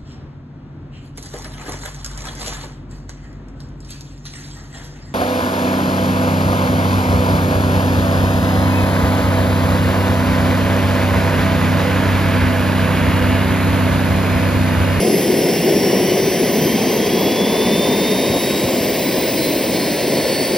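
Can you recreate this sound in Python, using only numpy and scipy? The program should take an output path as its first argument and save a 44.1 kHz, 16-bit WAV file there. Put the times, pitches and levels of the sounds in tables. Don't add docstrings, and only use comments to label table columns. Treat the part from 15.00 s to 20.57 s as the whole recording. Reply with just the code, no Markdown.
import sys
import numpy as np
from scipy.fft import rfft, irfft, next_fast_len
from scipy.io import wavfile
from scipy.ndimage import map_coordinates

SR = 44100
rng = np.random.default_rng(int(sys.argv[2]) if len(sys.argv) > 2 else 0)


def store_pcm(level_fs):
    pcm = np.round(np.clip(level_fs, -1, 1) * 32767).astype(np.int16)
    wavfile.write(sys.argv[1], SR, np.atleast_2d(pcm).T)


N = 245637

# [t/s, speed/(turns/s)]
SHAFT_SPEED = [(0.0, 216.78), (0.41, 228.24), (1.16, 248.32), (1.94, 270.29), (2.23, 279.59),
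               (2.74, 295.56), (3.14, 307.13), (3.59, 318.54), (3.74, 322.56), (4.28, 336.32),
               (4.53, 343.14), (5.08, 362.14), (5.34, 369.63), (5.57, 376.67)]
COOL_SPEED, HOT_SPEED = 234.7, 340
TOP_HZ = 15800
EDGES_HZ = (420, 1380, 6800)

# [t/s, spread (Gaussian sigma)/s, boom change/dB, roar change/dB]
LOW_NOISE_CHANGES = [(0.075, 0.018, 0.5, 3.5), (0.235, 0.034, -2.5, 1.5), (0.338, 0.014, 1, 0),
                     (0.467, .016, -1, 3), (0.59, 0.018, -0.5, -2), (0.7, 0.017, 3, .6),
                     (0.943, 0.054, 0, 2.5), (1.03, 0.016, 1, -0.5), (1.25, .015, 1.5, 1),
                     (1.343, .035, -2, -2), (1.635, 0.026, 2.5, -0.5), (1.76, .025, 0, -2),
                     (1.93, 0.031, -3, 2), (2.17, .016, 0.5, 0.5), (2.25, 0.028, 3, 0.5),
                     (2.37, 0.028, -2.5, -1.5), (2.426, .019, 3, 0), (2.567, 0.067, -1, 1),
                     (2.662, .015, 3.5, 2.5), (2.78, .016, 3, -1), (2.87, 0.016, 1, 4),
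                     (3.248, 0.015, 1, 1.5), (3.36, 0.019, 1, 3.5), (3.433, 0.032, -2, -1.5),
                     (3.903, 0.013, 2.5, 1.5), (4.64, .018, -4, 0), (4.75, 0.021, 2.6, 1),
                     (4.92, .03, -0.5, -1.5), (4.99, .016, -2, 0.5), (5.143, .045, 0.5, 1),
                     (5.468, 0.011, -5, -1.3)]
# [t/s, level before the low cut/dB, starting f/Hz]
PUFFS = [(0.742, -29, 55), (3.297, -17.5, 165), (3.364, -25, 100), (3.638, -12.5, 190), (3.803, -23, 150)]
# [f/Hz, cool, half warmed and hot level/(dB per Hz)]
COMBUSTOR_COLOUR = [(21.1, -51, -48, -49), (60.3, -20, -17.5, -15), (88.5, -20, -18, -16),
                    (127, -11, -9.5, -7), (164, -4.5, -7.5, -5), (188, -2.0, 0, -3.5), (262, -3, 2, -0.5),
                    (294, -4, -4.5, 1), (367, 2.5, -0.5, 0), (448, -4, 0, -3.5), (535, -7, -5, -0.5),
                    (628, -10.5, -8.5, -4.5), (743, -12, -11, -11), (830, -19, -15.5, -16),
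                    (1004, -21, -13.5, -13.5), (1227, -30.5, -24.5, -26.5), (1430, -31.5, -33, -25)]
# [f/Hz, cool level/(dB per Hz), hot level/(dB per Hz)]
EXHAUST_COLOUR = [(1462, -14.5, -18), (1477, 0, -2.5), (1550, -5.5, -8), (1970, 3.5, -0.5), (2210, 3, 1.5),
                  (2390, 0, -1), (3360, -2, -5), (3920, -7, -3), (4230, -9.5, -8.5), (4250, -3, -4.5),
                  (4860, -3.5, -2.5), (5370, -1.5, -3), (5300, 1, -4), (7540, -15.5, -13.5)]
HISS_COLOUR = [(6700.0, -4.0, -4.1), (7300.0, 0.0, -0.5), (7900.0, -2.7, -0.1), (8400.0, -2.7, -2.3),
               (9400.0, -4.9, -1.9), (10000.0, -4.9, -4.1), (10600.0, -3.7, -5.5), (11050.0, -1.6, -4.9),
               (11600.0, -3.9, -5.3), (12100.0, -1.0, -2.8), (12500.0, -4.5, -4.2), (13200.0, -3.1, -2.6),
               (14300.0, -3.5, -3.1), (15700.0, -5.6, 0.0)]
# [cool level/dB, half warmed level/dB, hot level/dB]
BOOM_LEVEL_DB = (-16.5, -18, -21)
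ROAR_LEVEL_DB = (-21.5, -21, -22.5)
EXHAUST_LEVEL_DB = (-26.5, -26, -26.5)
HISS_LEVEL_DB = (-31.5, -34, -30.5)

BLADE_ORDERS = (12, 23, 46)
# [cool depth/dB, half warmed depth/dB, hot depth/dB]
BLADE_WAVER_DB = (2.0, 1.2, 1.0)
# [f/Hz, width/Hz, relative level/dB]
DUCT_RESONANCES = [(2810, 60, -39.5), (2895, 50, -39.5), (2965, 50, -40), (3055, 40, -40),
                   (3159, 30, -35.3), (3400, 130, -35.5), (3560, 460, -31.2), (3680, 60, -37),
                   (3775, 50, -36.5), (3825, 45, -35.5), (3965, 45, -39), (4015, 40, -40.5),
                   (4088, 36, -32.8), (4128, 36, -35.5), (4230, 70, -37.3), (4305, 80, -37.3),
                   (4390, 45, -34), (4448, 95, -30), (4520, 40, -34.5), (4990, 200, -42.5),
                   (5820, 140, -41), (5275, 80, -38), (5510, 130, -37), (5520, 800, -35.6),
                   (6010, 60, -39.5), (6227, 178, -39.5), (6870, 70, -43), (7372, 550, -37.7),
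                   (7823, 70, -39.5), (8535, 381, -38.8), (9976, 923, -37.2), (11350, 200, -46),
                   (12060, 300, -35), (12420, 260, -35.5), (12900, 520, -36), (14006, 434, -38.5),
                   (15270, 1130, -34)]
# [f/Hz, width/Hz, level/dB]
DUCT_NOTCHES = [(3905, 80, -15), (4052, 20, -8), (4168, 32, -20), (5134, 40, -5)]

# [cycles per turn, cool level/dB, half warmed level/dB, hot level/dB]
THIN_TONES = [(21.81, -57.5, -57.0, -50.0), (24.0, -42.5, -54.5, -41.0), (28.0, -55.5, -51.0, -43.0),
              (28.75, -49.5, -51.5, -52.0), (31.28, -52.0, -53.0, -50.5), (34.97, -48.0, -51.5, -39.5),
              (35.69, -52.0, -44.0, -48.5), (36.22, -48.0, -42.5, -46.5), (36.97, -51.5, -51.5, -48.0),
              (37.97, -62.0, -64.5, -50.0), (38.22, -53.0, -48.0, -57.0), (41.91, -63.5, -61.0, -54.0),
              (42.16, -61.0, -52.5, -47.5), (43.16, -42.5, -40.0, -44.5), (43.62, -66.5, -67.0, -52.0),
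              (43.91, -53.5, -62.0, -50.0), (44.16, -66.0, -65.0, -53.5), (44.91, -68.0, -69.5, -46.5),
              (45.16, -52.0, -59.5, -60.5), (46.16, -60.0, -59.0, -44.0), (49.09, -61.0, -51.5, -38.5),
              (50.09, -46.0, -46.0, -44.0), (51.36, -40.5, -48.0, -51.0), (52.09, -54.0, -56.5, -57.5),
              (54.38, -56.5, -52.5, -52.0), (56.03, -63.5, -51.0, -50.5), (56.41, -58.0, -55.0, -54.5),
              (57.31, -55.5, -51.0, -50.5), (58.31, -41.5, -49.5, -49.5), (59.56, -50.5, -63.0, -61.5),
              (60.3, -42.0, -54.5, -53.5), (61.31, -53.0, -54.0, -53.5), (64.25, -49.0, -43.5, -43.5),
              (65.25, -52.0, -51.5, -51.0), (66.5, -46.5, -48.5, -48.5), (67.22, -47.5, -49.5, -49.0)]
# [f/Hz, level/dB]
CASING_RESONANCES = [(5000.0, -8.0), (6200.0, 2.5), (6700.0, -4.0), (7200.0, 4.0), (7800.0, -6.5),
                     (8300.0, -2.0), (8800.0, -9.0), (9400.0, -7.5), (9900.0, -11.5), (10300.0, -11.0),
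                     (10435.0, -3.0), (10570.0, 1.0), (10840.0, -5.0), (10975.0, 4.0), (11110.0, 1.5),
                     (11245.0, -4.5), (11380.0, 4.0), (11515.0, -4.5), (11650.0, -8.0), (11785.0, -3.0),
                     (11920.0, -1.0), (12055.0, 3.5), (12190.0, -3.5), (12325.0, -5.0), (12595.0, -2.0),
                     (12730.0, -3.5), (12865.0, -1.5), (13000.0, 5.0), (13270.0, 5.5), (13405.0, 3.0),
                     (13540.0, 6.0), (13675.0, 3.5), (13810.0, -2.0), (13945.0, 4.5), (14215.0, 2.5),
                     (14350.0, 5.0), (14485.0, 5.0), (14620.0, 1.5), (14890.0, 6.0), (15025.0, 1.5),
                     (15160.0, 3.0), (15295.0, -0.5), (15430.0, 1.5), (15565.0, 1.5), (15700.0, -4.0)]
FAINT_ORDERS = (28, 66)
# [t/s, speed/(turns/s), level/dB]
PUMP_RUN = [(4.55, 330, -70), (4.8, 346, -54), (4.95, 340, -39), (5.08, 347, -51), (5.17, 346, -43),
            (5.3, 350, -40), (5.57, 360, -43)]

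# [f/Hz, lead/rad]
PORT_LEAD = [(110, 0), (250, -.14), (500, -.44), (1250, -.3), (1550, 0), (2500, .2), (3900, 0), (4450, .75),
             (5050, .05), (7100, 3.1), (7800, 3.25), (9900, 6.15), (11100, 6.35), (13100, 9.35),
             (13900, 9.5), (15700, 12)]
# [f/Hz, correlation, 1 = identical]
NOISE_CORRELATION = [(150, .9995), (650, .985), (1250, .92), (1800, .995), (2500, .95), (3300, .995),
                     (5000, .95), (6100, .79), (7300, .99), (9000, .68), (10400, .99), (11800, .7),
                     (13400, .99), (15000, .77)]
# [f/Hz, left minus right level/dB]
PORT_BALANCE = [(90, 0), (290, 1.2), (390, 2), (600, .1), (800, -.2), (1100, 2.1), (1550, 0)]


def flame(heat, flutter_db=0.5, flutter_rate=20):
    boom_db = warmed(BOOM_LEVEL_DB, heat) + flutter_db * wobble(flutter_rate)
    roar_db = warmed(ROAR_LEVEL_DB, heat) + flutter_db * wobble(flutter_rate)
    for s, spread_s, boom_change_db, roar_change_db in LOW_NOISE_CHANGES:
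        change = swell(s, spread_s)
        boom_db = boom_db + boom_change_db * change
        roar_db = roar_db + roar_change_db * change
    boom = gas(COMBUSTOR_COLOUR, 20, EDGES_HZ[0], heat)
    roar = gas(COMBUSTOR_COLOUR, EDGES_HZ[0], EDGES_HZ[1], heat)
    return amp(boom_db) * boom + amp(roar_db) * roar


def puffs(rise_s=0.0052, fall_s=0.014, lowest_hz=40):
    out = np.zeros(N)
    for s, db, start_hz in PUFFS:
        age = np.maximum(np.arange(N) / SR - s, 0)
        cycles = lowest_hz * age + (start_hz - lowest_hz) * fall_s * (1 - np.exp(-age / fall_s))
        envelope = age / rise_s * np.exp(1 - age / rise_s)
        out += amp(db) * envelope * np.sin(2 * np.pi * cycles)
    low_cut = lambda hz: hz ** 2 / (hz ** 2 + lowest_hz ** 2)
    return filtered(out, low_cut)


def stream(heat, flicker_db=0.5, flicker_rate=90):
    eddies_db = flicker_db * wobble(flicker_rate)
    exhaust_gain = amp(warmed(EXHAUST_LEVEL_DB, heat) + eddies_db)
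    exhaust = exhaust_gain * gas(EXHAUST_COLOUR, EDGES_HZ[1], EDGES_HZ[2], heat)
    hiss_gain = amp(warmed(HISS_LEVEL_DB, heat) + eddies_db)
    hiss = hiss_gain * gas(HISS_COLOUR, EDGES_HZ[2], SR / 2, heat)
    return exhaust + hiss


def blades(turns, speed, heat, haze_db=-8, waver_rate=38, level_db=1.7):
    out = np.zeros((2, N))
    for order in BLADE_ORDERS:
        shortness = order / BLADE_ORDERS[-1]
        core = tone(order * turns, rough=0.3 * shortness, flutter_rate=70)
        haze = np.array([tone(order * turns, rough=7.3, flutter_rate=340) for port in range(2)])
        waver_db = warmed(BLADE_WAVER_DB, heat) * wobble(waver_rate)
        strength = duct(order * speed) * amp(level_db + waver_db)
        out += strength * (core + amp(haze_db) * shortness * haze)
    return out


def whine(turns, speed, heat, level_db=1.3, flicker_db=2, flicker_rate=11):
    out = np.zeros(N)
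    for order, *db in THIN_TONES:
        casing_db = along(CASING_RESONANCES, order * speed)
        strength_db = warmed(db, heat) + casing_db + flicker_db * wobble(flicker_rate)
        out += amp(strength_db) * tone(order * turns, rough=0.3, flutter_rate=120)
    return amp(level_db) * out


def shimmer(turns, count=36, level_db=-55, swing_db=3, swing_rate=3):
    orders = np.linspace(*FAINT_ORDERS, count) + rng.uniform(-0.43, 0.34, count)
    crowd = np.zeros(N)
    for order in orders:
        strength = amp(level_db + swing_db * wobble(swing_rate))
        crowd += strength * np.sin(2 * np.pi * (order * turns + rng.random()))
    return filtered(crowd, lambda hz: amp(along(CASING_RESONANCES, hz)))


def pump(lower_db=-8):
    speed, db = curves(PUMP_RUN)
    turns = np.cumsum(speed) / SR
    fourth = tone(4 * turns, rough=0.24, flutter_rate=50)
    fifth = tone(5 * turns, rough=0.24, flutter_rate=50)
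    return amp(db) * (fifth + amp(lower_db) * fourth)


def gas(table, lo_hz, hi_hz, heat):
    f, *colours = np.transpose(table)
    out = 0
    for share_row, db in zip(np.eye(len(colours)), colours):
        points = np.c_[f, db]
        colour = lambda hz: amp(along(points, hz)) * band(hz, lo_hz, hi_hz) * (hz < TOP_HZ)
        out = out + np.sqrt(warmed(share_row, heat)) * rush(colour)
    return out


def rush(colour):
    def spread(hz):
        turn = np.arccos(np.clip(along(NOISE_CORRELATION, hz), -1, 1)) / 2
        return colour(hz) * np.array([np.cos(turn), np.sin(turn)])
    mid, side = filtered(rng.standard_normal((2, N)), spread)
    return unit(np.array([mid + side, mid - side]))


def tone(turns, rough, flutter_rate):
    phase = 2 * np.pi * (turns + rng.random())
    in_step = (1 + rough * wobble(flutter_rate)) * np.sin(phase)
    quarter_off = rough * wobble(flutter_rate) * np.cos(phase)
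    return unit(in_step + quarter_off)


def duct(hz):
    bell = lambda centre, width: 1 / (1 + (2 * (hz - centre) / width) ** 2)
    power = sum((amp(db) * bell(centre, width)) ** 2 for centre, width, db in DUCT_RESONANCES)
    notch_db = sum(db * bell(centre, width) ** 2 for centre, width, db in DUCT_NOTCHES)
    return np.sqrt(power) * amp(notch_db)


def warmed(values, heat):
    return np.interp(heat, np.linspace(0, 1, len(values)), values)


def swell(s, spread_s):
    return np.exp(-((np.arange(N) / SR - s) / spread_s) ** 2 / 2)


def wobble(rate):
    at = np.linspace(0, N, N // 32)
    knots = rng.standard_normal(int(N * rate / SR) + 4)
    slow = map_coordinates(knots, [at * rate / SR])
    return np.interp(np.arange(N), at, slow)


def band(hz, lo_hz, hi_hz):
    return np.sqrt(1 / (1 + (lo_hz / (hz + 1)) ** 24) / (1 + (hz / hi_hz) ** 24))


def filtered(x, response):
    size = next_fast_len(N + SR // 2)
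    return irfft(rfft(x, size) * response(np.fft.rfftfreq(size, 1 / SR)), size)[..., :N]


def along(points, hz):
    f, v = np.transpose(points)
    return np.interp(np.log(hz + 1), np.log(f + 1), v)


def curves(rows):
    s, *cols = np.transpose(rows)
    return [np.interp(np.arange(N) / SR, s, c) for c in cols]


def amp(db):
    return 10 ** (np.asarray(db) / 20)


def unit(x):
    return x / np.sqrt(np.mean(np.abs(x) ** 2) + 1e-20)


def scene():
    speed = curves(SHAFT_SPEED)[0] * (1 + 0.00012 * wobble(14))
    turns = np.cumsum(speed) / SR
    heat = np.clip((speed - COOL_SPEED) / (HOT_SPEED - COOL_SPEED), 0, 1)
    engine = flame(heat) + puffs() + stream(heat)
    engine = engine + blades(turns, speed, heat) + whine(turns, speed, heat)
    engine = engine + shimmer(turns) + pump()
    half = np.array([[1], [-1]]) / 2

    def ports(hz):
        return amp(half * along(PORT_BALANCE, hz)) * np.exp(1j * half * along(PORT_LEAD, hz))
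    return filtered(engine, ports)


def record(dry):
    return filtered(dry, lambda hz: hz < TOP_HZ)


dry = scene()
out = record(dry)
store_pcm(out)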